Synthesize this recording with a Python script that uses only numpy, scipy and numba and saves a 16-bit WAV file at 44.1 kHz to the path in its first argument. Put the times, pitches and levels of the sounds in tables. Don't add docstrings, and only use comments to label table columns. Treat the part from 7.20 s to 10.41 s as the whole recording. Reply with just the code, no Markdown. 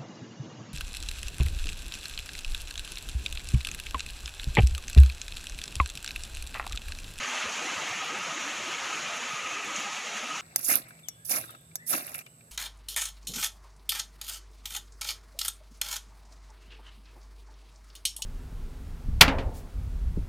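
import sys
import numpy as np
from scipy import signal
from scipy.fft import rfft, irfft
from scipy.io import wavfile
from scipy.ndimage import uniform_filter1d
from numba import njit

SR = 44100
rng = np.random.default_rng(int(sys.argv[2]) if len(sys.argv) > 2 else 0)


def wav_out(sig):
    wavfile.write(sys.argv[1], SR, np.round(np.clip(np.atleast_2d(sig).T, -1, 1) * 32767).astype(np.int16))


def voltage_ratio(level):
    return 10 ** (np.asarray(level, float) / 20)


N = 141561


def unit(x):
    return x / np.sqrt(np.mean(x ** 2))


def band(x, lo_hz, hi_hz):
    edges_hz = [lo_hz, min(hi_hz, .45 * SR)]
    return signal.sosfilt(signal.butter(2, edges_hz, "band", fs=SR, output="sos"), x)


def curve(table, col):
    table = np.array(table)
    return np.interp(np.arange(N) / SR, table[:, 0], table[:, col])


def walk(rate_hz):
    hold = int(SR / rate_hz)
    steps = np.repeat(rng.standard_normal(N // hold + 1), hold)
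    return 1.56 * uniform_filter1d(uniform_filter1d(steps, hold), hold)[:N]


@njit
def grains(n, at, w, cycles, glide, size, fade):
    out = np.zeros(n)
    for k in range(len(at)):
        span = int(cycles * 2 * np.pi / w[k])
        phase, start = 0., int(at[k])
        for i in range(min(span, n - start)):
            u = i / span
            phase += w[k] * (1 + glide * (u - .3))
            swell = np.sin(np.pi * u) * np.exp(-fade * (u - .3))
            out[start + i] += size[k] * np.sin(phase) * swell
    return out


def bursts(at, size, tail_s):
    smear_s = 0.0021
    power = np.zeros(N)
    np.add.at(power, np.clip(at, 0, N - 1).astype(int), size ** 2)
    power = signal.lfilter([1], [1, -np.exp(-2 / (tail_s * SR))], power)
    power = uniform_filter1d(power, int(smear_s * SR))
    return np.sqrt(np.maximum(power, 0)) * rng.standard_normal(N)


# (frequency [Hz], density [dB/Hz])
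YARD_COLOUR = [(45, -25.5), (90, -20), (240, -7.5), (390, -12.5), (560, -7.5), (800, -4.5), (1500, -3.5),
               (2500, 0)]
# (frequency [Hz], gain [dB])
PORT_COLOUR = [(2700, 0), (3600, -7.5), (5000, -13), (6600, -5), (7600, -14.5), (8600, -25), (10300, -23),
               (12500, -38.5)]


def coloured(x):
    shelter_hz, shelter_wide_hz, shelter_db = 1260, 134, 1.5
    port_top_hz, port_top_wide_hz, port_top_db = 14100, 1700, 5
    hz = np.fft.rfftfreq(N, 1 / SR) + 1
    db = 0
    for table in (YARD_COLOUR, PORT_COLOUR):
        table_hz, table_db = np.array(table).T
        db = db + np.interp(np.log(hz), np.log(table_hz), table_db)

    def bump(mid_hz, wide_hz):
        return 1 / (1 + (2 * (hz - mid_hz) / wide_hz) ** 2)

    shelter = 1 + voltage_ratio(2 * shelter_db) * bump(shelter_hz, shelter_wide_hz) ** 2
    port_top = voltage_ratio(2 * port_top_db * bump(port_top_hz, port_top_wide_hz))
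    return irfft(rfft(x) * voltage_ratio(db) * np.sqrt(shelter * port_top), N)


# (time [s], low edge [Hz], high edge [Hz], level [dB])
SPLIT_PATCHES = [
    (.46, 6270, 7600, -48),
    (.46, 12400, 13600, -75),
    (.6, 6300, 7600, -46),
    (.6, 9600, 10800, -56),
    (.62, 9000, 12400, -57),
    (1.62, 9600, 11000, -66),
    (1.645, 13000, 14500, -75),
    (2.2, 8240, 10400, -62),
    (3.2, 9100, 10100, -65),
]


def split_patches():
    patch_s = 0.032
    t, hz = np.arange(N) / SR, np.fft.rfftfreq(N, 1 / SR)
    spec = rfft(rng.standard_normal(N))
    out = np.zeros(N)
    for s, lo_hz, hi_hz, db in SPLIT_PATCHES:
        hiss = unit(irfft(spec * (hz > lo_hz) * (hz < hi_hz), N))
        out += voltage_ratio(db) * np.cos(np.pi * np.clip((t - s) / patch_s, -.5, .5)) * hiss
    return out


# (time [s], peak [dB], pitch [Hz])
WIND_PUFFS = [(0.023, -44, 138), (0.255, -45, 82), (0.489, -75, 145), (0.557, -47, 95), (0.703, -43, 119),
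              (1.249, -46, 172), (1.422, -45, 170), (1.52, -44, 142), (1.609, -56, 81.4), (1.829, -62, 139),
              (1.879, -62, 168), (2.131, -43.5, 149), (2.324, -46.5, 135), (2.469, -68, 141),
              (3.169, -61, 170)]


def wind_puffs():
    s, db, hz = np.array(WIND_PUFFS).T
    return grains(N, s * SR, 2 * np.pi * hz / SR, cycles=2.9, glide=0.07, size=voltage_ratio(db - 4), fade=0.6)


# (time [s], level [dB])
SHEET_LEVEL = [(0, -45), (.5, -41.5), (.72, -47.5), (.95, -40), (1.35, -47.5), (1.6, -41.5), (1.95, -44),
               (2.25, -41), (2.45, -41), (2.6, -40.5), (2.8, -46), (3.21, -41)]


def sheet():
    mode_hz, wide_hz = 1260, 98
    hz = np.fft.rfftfreq(N, 1 / SR)
    ring = irfft(rfft(rng.standard_normal(N)) / (1 + (2 * (hz - mode_hz) / wide_hz) ** 2), N)
    return unit(ring) * voltage_ratio(curve(SHEET_LEVEL, col=1) - 2)


# (time [s], level [dB], pitch 30 % of the way in [Hz], length [cycles], pitch rise [share])
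GURGLES = [
    (0.78, -56, 135, 28, 1.47),
    (.895, -44.5, 480, 41.6, 0.25),
    (2.9, -53, 190, 27.6, 0.73),
    (3.08, -51, 290, 28.5, 0.17),
    (1.22, -50, 260, 22, 0.35),
]


def gurgles():
    out = np.zeros(N)
    for s, db, hz, cycles, rise in np.array(GURGLES):
        at, w = np.array([s * SR]), np.array([2 * np.pi * hz / SR])
        out += grains(N, at, w, cycles, rise, np.array([voltage_ratio(db)]), 0.22)
    return out


# (time [s], peak [dB], pitch [Hz])
DRIPS = [(0.246, -34, 436), (0.388, -37.5, 264), (0.449, -34.5, 301), (0.797, -37, 229.6),
         (0.919, -34.5, 310), (1.159, -35, 320), (1.26, -40, 511), (1.464, -33, 294), (1.997, -35.5, 466),
         (2.13, -47, 156), (2.249, -36.5, 265), (2.459, -41, 284), (2.579, -38, 245), (2.84, -32.5, 493),
         (2.931, -52, 201), (3.021, -37, 227)]


def drips():
    s, db, hz = np.array(DRIPS).T
    return grains(N, s * SR, 2 * np.pi * hz / SR, cycles=13.7, glide=0.69, size=voltage_ratio(db - 9), fade=1.53)


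# (time [s], smack peak [dB], splash level [dB])
SPLATS = [(0.0674, -46, -35), (0.2794, -47, -39), (0.4894, -45, -50), (0.846, -35, -39),
          (0.8799, -37, -37.5), (0.9872, -38, -40), (1.0294, -39, -36), (1.1468, -41, -39),
          (1.2032, -43, -34.5), (1.3468, -72, -48), (1.7194, -46, -48), (1.8791, -42, -41),
          (1.9669, -39, -37), (2.3494, -47, -39), (2.4468, -36, -36), (2.5536, -46, -27.5),
          (2.5984, -35.5, -44), (2.8594, -47, -38), (2.9715, -38, -36), (3.1094, -49, -39)]


def splats():
    smack_db, smack_tail_s = 21, .005
    splash_gain_db, splash_tail_s, splash_lag_s = 8, 0.0075, .007
    s, db, splash_db = np.array(SPLATS).T
    smack = bursts(s * SR, voltage_ratio(db + smack_db), smack_tail_s)
    smack = coloured(band(smack, 10400, 19000))
    excess = voltage_ratio(2 * splash_db) - voltage_ratio(2 * np.median(splash_db))
    splash = bursts((s + splash_lag_s) * SR, np.sqrt(np.maximum(excess, 0)), splash_tail_s)
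    return smack + voltage_ratio(splash_gain_db) * band(band(splash, 5600, 7150), 5300, 7700)


def wash():
    swell_db, shared_db, treble_db = .15, .25, .45
    flicker_db, bass_flicker_db = .5, 2.5
    out, swell, treble, shared = 0, walk(2.7), walk(35.03), walk(6)
    spec, hz = rfft(rng.standard_normal(N)), np.fft.rfftfreq(N, 1 / SR) + 1
    for k in range(30):
        mid_hz = 20 * 2 ** (k / 3)
        window = np.cos(np.pi / 2 * np.clip(3 * np.log2(hz / mid_hz), -1, 1)) ** 2
        shared = .8 * shared + .6 * walk(6)
        own = bass_flicker_db * walk(6.77) if mid_hz < 400 else flicker_db * walk(16)
        db = swell_db * swell + shared_db * shared + own
        db = db + treble_db * treble * min(mid_hz / 9000, 1.5)
        out = out + voltage_ratio(db) * irfft(spec * window, N)
    return unit(out)


def ticks(count):
    spread_db, cap, tail_s = 1.5, 4.9, 0.0032
    place, chance = rng.random((count, 2)).T
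    size = voltage_ratio(spread_db * np.minimum(-np.log(1 - chance), cap))
    return unit(band(bursts(place * N, size, tail_s), 9500, 25000))


def bubbles(count):
    spread_db = 1.5
    place, pitch, chance = rng.random((count, 3)).T
    hz = 350 + 9000 * pitch ** 1.3
    size = voltage_ratio(-spread_db * np.log(1 - chance))
    w = 2 * np.pi * hz / SR
    return unit(grains(N, place * (N - 1), w, cycles=54., glide=0.042, size=size, fade=2.26))


# (time [s], level [dB])
POUR = [
    (0.0, -32.5),
    (0.02, -33.5),
    (2.52, -35),
    (2.54, -35.5),
    (2.57, -33.5),
    (2.63, -35),
    (3.13, -35),
    (3.16, -34),
    (3.21, -35.5),
]


def downpour():
    rain = wash() + voltage_ratio(-15.5) * bubbles(count=2500) + voltage_ratio(-12) * ticks(count=500)
    return voltage_ratio(curve(POUR, col=1)) * unit(coloured(rain))


def scene():
    mono = wind_puffs() + sheet() + gurgles() + drips() + splats() + downpour()
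    return np.array([mono, mono])


def suppress(x):
    contrast, patch_contrast = .12, .06
    bass_contrast, contrast_hz = 0.11, 400
    hz, _, z = signal.stft(x, SR, nperseg=1024, noverlap=768)
    power = uniform_filter1d(np.abs(z) ** 2, size=5, axis=-1) + 1e-18
    ratio = power / power.mean(axis=-1, keepdims=True)
    patch = uniform_filter1d(uniform_filter1d(ratio, size=7, axis=0), size=5, axis=-1) + 1e-9
    exponent = contrast + bass_contrast / (1 + (hz[:, None] / contrast_hz) ** 2)
    gain = ratio ** exponent * np.minimum(patch, 2) ** patch_contrast
    gain = gain / np.sqrt(np.mean(ratio * gain ** 2, axis=-1, keepdims=True))
    return signal.istft(z * gain, SR, nperseg=1024, noverlap=768)[1][:N]


def roll_off(x):
    return signal.sosfilt(signal.butter(12, 15530, fs=SR, output="sos"), x)


def record(dry):
    top_hz, roll_hz, roll_db_per_khz, low_cut_hz = 15060, 14500, -18, 71
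    hz = np.fft.rfftfreq(N, 1 / SR) + 1
    treble = (hz < top_hz) * voltage_ratio(roll_db_per_khz * np.maximum(hz - roll_hz, 0) / 1000)
    bass = 1 / np.sqrt(1 + (low_cut_hz / hz) ** 2)
    mono = irfft(rfft(suppress(dry[0])) * treble * bass, N)
    mix = mono + np.array([[1], [-1]]) * split_patches()
    return roll_off(mix)


dry = scene()
out = record(dry)
wav_out(out)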